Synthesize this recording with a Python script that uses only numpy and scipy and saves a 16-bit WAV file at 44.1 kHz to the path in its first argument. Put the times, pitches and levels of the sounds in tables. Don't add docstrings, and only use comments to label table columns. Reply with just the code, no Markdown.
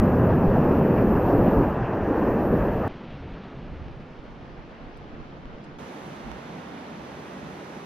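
import sys
import numpy as np
from scipy import signal
from scipy.fft import rfft, irfft, next_fast_len
from scipy.io import wavfile

SR = 44100
rng = np.random.default_rng(int(sys.argv[2]) if len(sys.argv) > 2 else 0)


def generate_wav(signal):
    frames = np.transpose(np.atleast_2d(signal))
    scaled = np.clip(frames, -1, 1) * 32767
    pcm = np.round(scaled).astype(np.int16)
    wavfile.write(sys.argv[1], SR, pcm)


def makeup_ratio(level_db):
    decades = np.asarray(level_db, float) / 20
    return 10 ** decades


N = 346343

CUTS_S = 2.8792, 5.7818
RAPID_HZ, SPRAY_HZ = (20, 130, 330, 1300, 10700), (10500, 15750)
EDDY_HZ, POOL_HZ = (20, 130, 1300, 4800, 15000), (20, 130, 1300, 6500, 15500)
# frequency in Hz, level in dB per Hz.
RAPID_COLOUR = [(20, -7), (60, 0.5), (250, 3), (540, -4.5), (660, -8), (1200, -17.5), (1430, -22.5),
                (1700, -22.5), (2180, -36), (2630, -34.5), (3600, -52), (6300, -57.5), (7000, -64),
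                (10500, -71.5)]
EDDY_COLOUR = [(20, -3), (40, -4), (110, -9.5), (150, -2.5), (230, -4), (400, -9), (900, -15), (1500, -19),
               (3000, -26.5), (4500, -36.5), (6000, -44), (8000, -59.5), (11500, -64), (13000, -74)]
POOL_COLOUR = [(25, -22), (65, -4.5), (110, -7), (150, -2), (210, 0), (400, -5), (1000, -9.5), (2000, -18),
               (3500, -25.5), (6000, -36.5), (7500, -49.5), (9500, -51.5), (12000, -52), (14000, -64)]
SPRAY_COLOUR = [(10500, -45.5), (11000, -25), (11500, -8.5), (12200, -0.5), (13000, -7), (14000, -9),
                (15500, -17)]
# frequency in Hz, likeness from 0 to 1, left lead in radians,
# left minus right in dB.
EDDY_PORTS = [(30, .2, -.5, -5), (95, .5, 0, -1.5), (125, .95, 0, -.5), (350, .95, 0, -.5),
              (700, .6, -.1, -2), (1000, .26, .6, -2.3), (1400, .23, .4, -.6), (2000, .38, -.3, .5),
              (3500, .64, .1, 0), (5500, .3, .3, -.4), (7500, .16, 2.1, 0), (10000, .16, 3.4, -2.6)]
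POOL_PORTS = [(30, .6, 2.1, -8), (95, .55, 0, -2.5), (130, .97, -.1, 0), (230, .98, -.1, 0),
              (400, .87, -.3, -1.6), (700, .48, -.4, -4.9), (1000, .32, 1.3, -5.4), (1400, .35, 1.3, -2.6),
              (2000, .34, .6, -1.7), (3500, .48, .2, -2.9), (5500, .32, -2, -4.2), (7500, .36, -2.9, -1.2),
              (10000, .38, -3.6, -6.5)]
ONE_PORT = [(20, 1, 0, 0), (20000, 1, 0, 0)]
# start in seconds, peak in dB, left minus right in dB.
DROPS = [
    (4.5544, -74, 1.0),
    (4.9711, -59, 0.0),
    (5.3844, -76, -0.5),
    (5.6396, -51, -3.0),
]
# T60 in seconds, low edge in Hz, high edge in Hz.
DROP_TIMBRES = [
    (.03, 9500, 12000),
    (.04, 3500, 13500),
    (.03, 10000, 12000),
    (.07, 2200, 6000),
]
# time in seconds, dB from its usual force.
RAPID_FORCE = [(0.03, 0.35), (1.1, 0.4), (1.5, 1.5), (1.64, 0), (1.74, -7), (2.05, -5), (2.25, -2),
               (2.58, -1.5), (2.87, -3.5)]
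EDDY_FORCE = [(2.9, 4.5), (3.4, 4), (3.8, 1), (4.1, 0.1), (5.0, 0.3), (5.77, -0.3)]
POOL_FORCE = [(5.8, 1.2), (6.1, 0.8), (6.3, -1), (6.95, -1.1), (7.25, 0.28), (7.85, 0.68)]
# time in seconds, level in dB.
SPRAY_FORCE = [(0.03, -61.5), (0.46, -63.5), (1.33, -59.5), (1.54, -59.5), (1.69, -64), (1.79, -76.5),
               (2.28, -64), (2.51, -63), (2.87, -67)]
# level in dB at usual force, share of the force's swing.
RAPID_LAYERS = [
    (-28.5, 0.74),
    (-24, 1.05),
    (-23.5, 0.86),
    (-41, 0.067),
]
EDDY_LAYERS = [
    (-49.5, 0.88),
    (-44, 0.78),
    (-56.5, 0.85),
    (-74.5, 0.18),
]
POOL_LAYERS = [
    (-56.5, 0.21),
    (-40.5, 0.086),
    (-50, 0.076),
    (-70.5, 1.4),
]
SPRAY_LAYERS = [(0, 1)]
# time in seconds, lift in dB,
# length in seconds, pitch in Hz.
RAPID_WAVES = [(0.053, 9.5, 0.03, 190), (0.23, 6, 0.24, 110), (0.45, 6.5, 0.082, 149), (0.6, 6, .04, 202),
               (0.792, 8.5, 0.089, 182), (0.87, -14, .05, 54.6), (0.9, 2.5, 0.2, 2500),
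               (1.055, 7, 0.074, 250), (1.181, 13, 0.015, 192), (1.22, -18, 0.031, 195),
               (1.26, -3.5, 0.033, 1500), (1.328, 2.5, 0.037, 510), (1.417, 6, .025, 55),
               (1.486, 8.5, 0.025, 260), (1.5, 4.5, 0.046, 3000), (1.511, 3, 0.12, 520),
               (1.602, 7, 0.078, 50), (1.63, 8.5, 0.067, 130), (1.743, -10, .04, 35), (1.95, 5, 0.36, 1000),
               (2.103, 9.5, 0.025, 300), (2.2, -6.5, 0.18, 140), (2.227, 8, 0.028, 282),
               (2.362, 4.5, 0.025, 270), (2.4, -21, 0.065, 40), (2.557, 8, 0.043, 205),
               (2.606, 13, 0.026, 59.3), (2.707, 2, .02, 100), (2.78, -8, 0.095, 302), (2.86, -3, .02, 60)]
EDDY_WAVES = [(2.95, 3, .05, 220), (3.2, 1.5, 0.26, 4000), (3.05, -13, .05, 45), (3.16, 10, 0.035, 85),
              (3.25, 9, 0.094, 89), (3.65, 4.5, 0.068, 170), (3.68, 13, .08, 32), (3.8, 17, 0.11, 71.6),
              (3.92, 8, 0.048, 30), (4.0, 8, 0.045, 129), (4.12, -7, .08, 60), (4.32, 10, .09, 32),
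              (4.6, 10, .03, 40), (4.78, -11, .05, 110), (5.0, 5, .04, 30), (5.15, 3, .05, 70),
              (5.33, 4, .04, 140), (5.45, 4, .05, 40), (5.65, -17, 0.099, 50)]
POOL_WAVES = [(5.82, 5, .04, 90), (5.95, -8, .08, 45), (6.1, 13, 0.034, 130), (6.27, 22, 0.061, 60),
              (6.27, 6, 0.04, 170), (6.36, 15, 0.027, 75), (6.5, 16, 0.045, 40), (6.53, 7, 0.082, 130),
              (6.75, 7, 0.029, 211), (6.88, -6, .1, 45), (6.95, 2.5, 0.092, 200), (7.08, 8, 0.088, 70),
              (7.3, -5, .07, 40), (7.45, 14, 0.044, 90), (7.45, 5.5, 0.036, 151), (7.6, -11, .06, 50),
              (7.84, 4, .03, 150)]

WAVE_OCTAVES = 0.51
LUMPY_HZ = 45
HEAVE_TOP_HZ = 2500
TOP_HZ = 15750
PORT_CUT_HZ, WIND_TOP_HZ = 5.3, 110
OPENS_S, WATER_OPENING_S, WIND_OPENING_S = 3.43, 1, .35
WATER_WIDTH_DB, WIND_WIDTH_DB = 1.9, -1.5
GATE_EASES_S = 3.88
PLINK_S, PLINK_DB, PLINK_HZ, PLINK_T60_S = 5.6415, -46, 2700, .015
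DROP_TOP_HZ = 13800
EDDY_FADE_S, POOL_FADE_S = .0015, .004
FIRST_SWING, LAST_SWING = -.28, .03


def in_time(rows, start, size):
    s, *columns = np.transpose(rows)
    t = (start + np.arange(size)) / SR
    return np.array([np.interp(t, s, c) for c in columns])


def at_hz(rows, hz):
    table_hz, *columns = np.transpose(rows)
    return [np.interp(np.log(hz + 1), np.log(table_hz), c) for c in columns]


def drift(rate, size):
    r = np.exp(-128 * np.pi * rate / SR)
    noise = rng.standard_normal(size // 64 + 1002)
    slow = signal.lfilter([1], [1, -2 * r, r * r], noise)[1000:]
    return np.interp(np.arange(size) / 64, np.arange(len(slow)), slow / slow.std())


def drops():
    out, t = np.zeros((2, N)), np.arange(SR // 20) / SR
    for (s, db, pan_db), (t60, low_hz, high_hz) in zip(DROPS, DROP_TIMBRES):
        bright = signal.butter(2, [low_hz, high_hz], "band", fs=SR, output="sos")
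        swell = (1 - np.exp(-t / 0.00074)) * makeup_ratio(-60 * t / max(t60, 1e-3))
        tick = signal.sosfilt(bright, rng.standard_normal((2, len(t))) * swell)
        at = round(s * SR)
        out[:, at:at + len(t)] += tick * makeup_ratio(db + np.array([[pan_db], [-pan_db]]) / 2)
    return out


def plink():
    out, t = np.zeros(N), np.arange(SR // 20) / SR
    at = round(PLINK_S * SR)
    swell = makeup_ratio(PLINK_DB - 60 * t / PLINK_T60_S) * (1 - np.exp(-t / 0.00053))
    out[at:at + len(t)] = swell * np.sin(2 * np.pi * PLINK_HZ * t)
    return out


def collapses(per_s, spread_db, size):
    born = rng.random((2, size)) < per_s / SR
    loudness = makeup_ratio(spread_db * rng.exponential(1, (2, size)))
    clicks = born * loudness * rng.choice([-1, 1], (2, size))
    return clicks / clicks.std()


def waves_db(waves, centre_hz, t):
    lift = np.zeros(len(t))
    for s, db, length, hz in waves:
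        octaves = np.log2(centre_hz / hz) / WAVE_OCTAVES
        lift += db * np.exp(-octaves ** 2 - ((t - s) / max(length, .005)) ** 2)
    return lift


def at_ports(bubbles, hz, top_hz, colour, ports):
    tone = makeup_ratio(at_hz(colour, hz)[0]) * (hz < top_hz)
    common, other = rfft(bubbles) * tone * hz ** 2 / (hz ** 2 + PORT_CUT_HZ ** 2)
    alike, lead, pan_db = at_hz(ports, hz)
    alike = np.clip(alike, 0, 1)
    left = common * makeup_ratio(pan_db / 2)
    right = alike * np.exp(-1j * lead) * common + np.sqrt(1 - alike ** 2) * other
    return left, right * makeup_ratio(-pan_db / 2)


def water(start, stop, force, layers, waves, edges, colour, ports, per_s, spread_db, heave_db, churn_db):
    size = next_fast_len(stop - start)
    hz = np.fft.rfftfreq(size, 1 / SR)
    left, right = at_ports(collapses(per_s, spread_db, size), hz, edges[-1], colour, ports)

    power = np.abs((left + right) / 2) ** 2 * 2 / size ** 2
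    layer_rms = [np.sqrt(power[(hz >= a) & (hz < b)].sum()) for a, b in zip(edges, edges[1:])]
    level_db, follows = np.transpose(layers)[:, :, None]
    gains = makeup_ratio(level_db + follows * in_time(force, start, size)) / np.array(layer_rms)[:, None]

    t = (start + np.arange(size)) / SR
    coarse = t[::64]
    centres = edges[0] * 2 ** np.arange(0, np.log2(TOP_HZ / edges[0]) + .5, .5)
    out, heave = 0, drift(12.0, size)
    for k, centre in enumerate(centres):
        share = np.interp(np.log(hz + 1), np.log(centres), np.arange(len(centres)) == k)
        gain = gains[min(np.searchsorted(edges[1:], centre), len(gains) - 1)]
        motion_db = np.interp(t, coarse, waves_db(waves, centre, coarse))
        motion_db += heave_db * heave / (1 + centre / HEAVE_TOP_HZ)
        motion_db += churn_db * (1 + (LUMPY_HZ / centre) ** 2) * drift(11.6, size)
        out = out + irfft(share * np.array([left, right]), size) * gain * makeup_ratio(motion_db)
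    return out[:, :stop - start]


def wind_guard(x, start):
    mid, side = (x[0] + x[1]) / 2, (x[0] - x[1]) / 2
    wind = signal.sosfiltfilt(signal.butter(2, WIND_TOP_HZ, fs=SR, output="sos"), side)
    since = np.maximum(np.arange(start, start + x.shape[1]) / SR - OPENS_S, 0)
    water_width = makeup_ratio(WATER_WIDTH_DB) * (1 - np.exp(-since / WATER_OPENING_S))
    wind_width = makeup_ratio(WIND_WIDTH_DB) * (1 - np.exp(-since / WIND_OPENING_S))
    side = water_width * (side - wind) + wind_width * wind
    return np.array([mid + side, mid - side])


def treble_gate(x, line_db, band_db, rise_db):
    hz, _, cells = signal.stft(x, SR, "cosine", 2048, 1024)
    size = np.abs(cells)
    bands = np.sqrt((size[:, :1024] ** 2).reshape(2, 64, 16, -1).mean(axis=2))
    climb = rise_db * np.clip(hz[8:1024:16] / 1000 - 11.9, 0, None)[:, None]
    heard = bands > makeup_ratio(band_db + climb + rng.normal(0, 1.5, bands.shape))
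    cells[:, :1024] *= np.repeat(heard, 16, axis=1)
    cells = cells * (size > makeup_ratio(line_db))
    return signal.istft(cells, SR, "cosine", 2048, 1024)[1][:, :x.shape[1]]


def pinned(x, start, end):
    settle = np.exp(-(np.arange(x.shape[1]) / SR / .002) ** 2)
    return x + (start - x[:, :1]) * settle + (end - x[:, -1:]) * settle[::-1]


def fade_in(size, fade_s):
    return 1 - np.exp(-(np.arange(size) / SR / fade_s) ** 2)


def distant_pool(start, stop):
    pool = water(start, stop, POOL_FORCE, POOL_LAYERS, POOL_WAVES, POOL_HZ, POOL_COLOUR, POOL_PORTS,
                 per_s=25000, spread_db=1.88, heave_db=0.08, churn_db=0.14)
    pool = treble_gate(pool, line_db=-124, band_db=-123, rise_db=9)
    return pool * fade_in(stop - start, POOL_FADE_S)


def calm_eddy(start, stop):
    eddy = water(start, stop, EDDY_FORCE, EDDY_LAYERS, EDDY_WAVES, EDDY_HZ, EDDY_COLOUR, EDDY_PORTS,
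                 per_s=25000, spread_db=2.0, heave_db=-0.9, churn_db=0.87)
    eddy = wind_guard(eddy, start)
    hard = treble_gate(eddy, line_db=-118.5, band_db=-117, rise_db=20)
    soft = treble_gate(eddy, line_db=-128, band_db=-124.5, rise_db=30)
    eddy = np.where(np.arange(start, stop) < GATE_EASES_S * SR, hard, soft)
    dull = signal.butter(8, DROP_TOP_HZ, fs=SR, output="sos")
    eddy = eddy + signal.sosfilt(dull, drops() + plink())[:, start:stop]
    eddy = eddy * fade_in(stop - start, EDDY_FADE_S)[::-1]
    return pinned(eddy, 0, 0)


def whitewater(start, stop):
    rapid = water(start, stop, RAPID_FORCE, RAPID_LAYERS, RAPID_WAVES, RAPID_HZ, RAPID_COLOUR, ONE_PORT,
                  per_s=22000, spread_db=1.5, heave_db=0.6, churn_db=1.37)
    spray = water(start, stop, SPRAY_FORCE, SPRAY_LAYERS, [], SPRAY_HZ, SPRAY_COLOUR, ONE_PORT,
                  per_s=22000, spread_db=1.5, heave_db=0.5, churn_db=1.2)
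    rapid[1] += 2 * spray[1]
    rapid = treble_gate(rapid, line_db=-103, band_db=-112, rise_db=2)
    return pinned(rapid, FIRST_SWING, LAST_SWING)


def scene():
    first, second = (round(s * SR) for s in CUTS_S)
    return np.hstack([whitewater(0, first), calm_eddy(first, second), distant_pool(second, N)])


def band_limit(x):
    return signal.sosfilt(signal.butter(12, 15750, fs=SR, output="sos"), x)


def record(dry):
    return band_limit(dry)


dry = scene()
out = record(dry)
generate_wav(out)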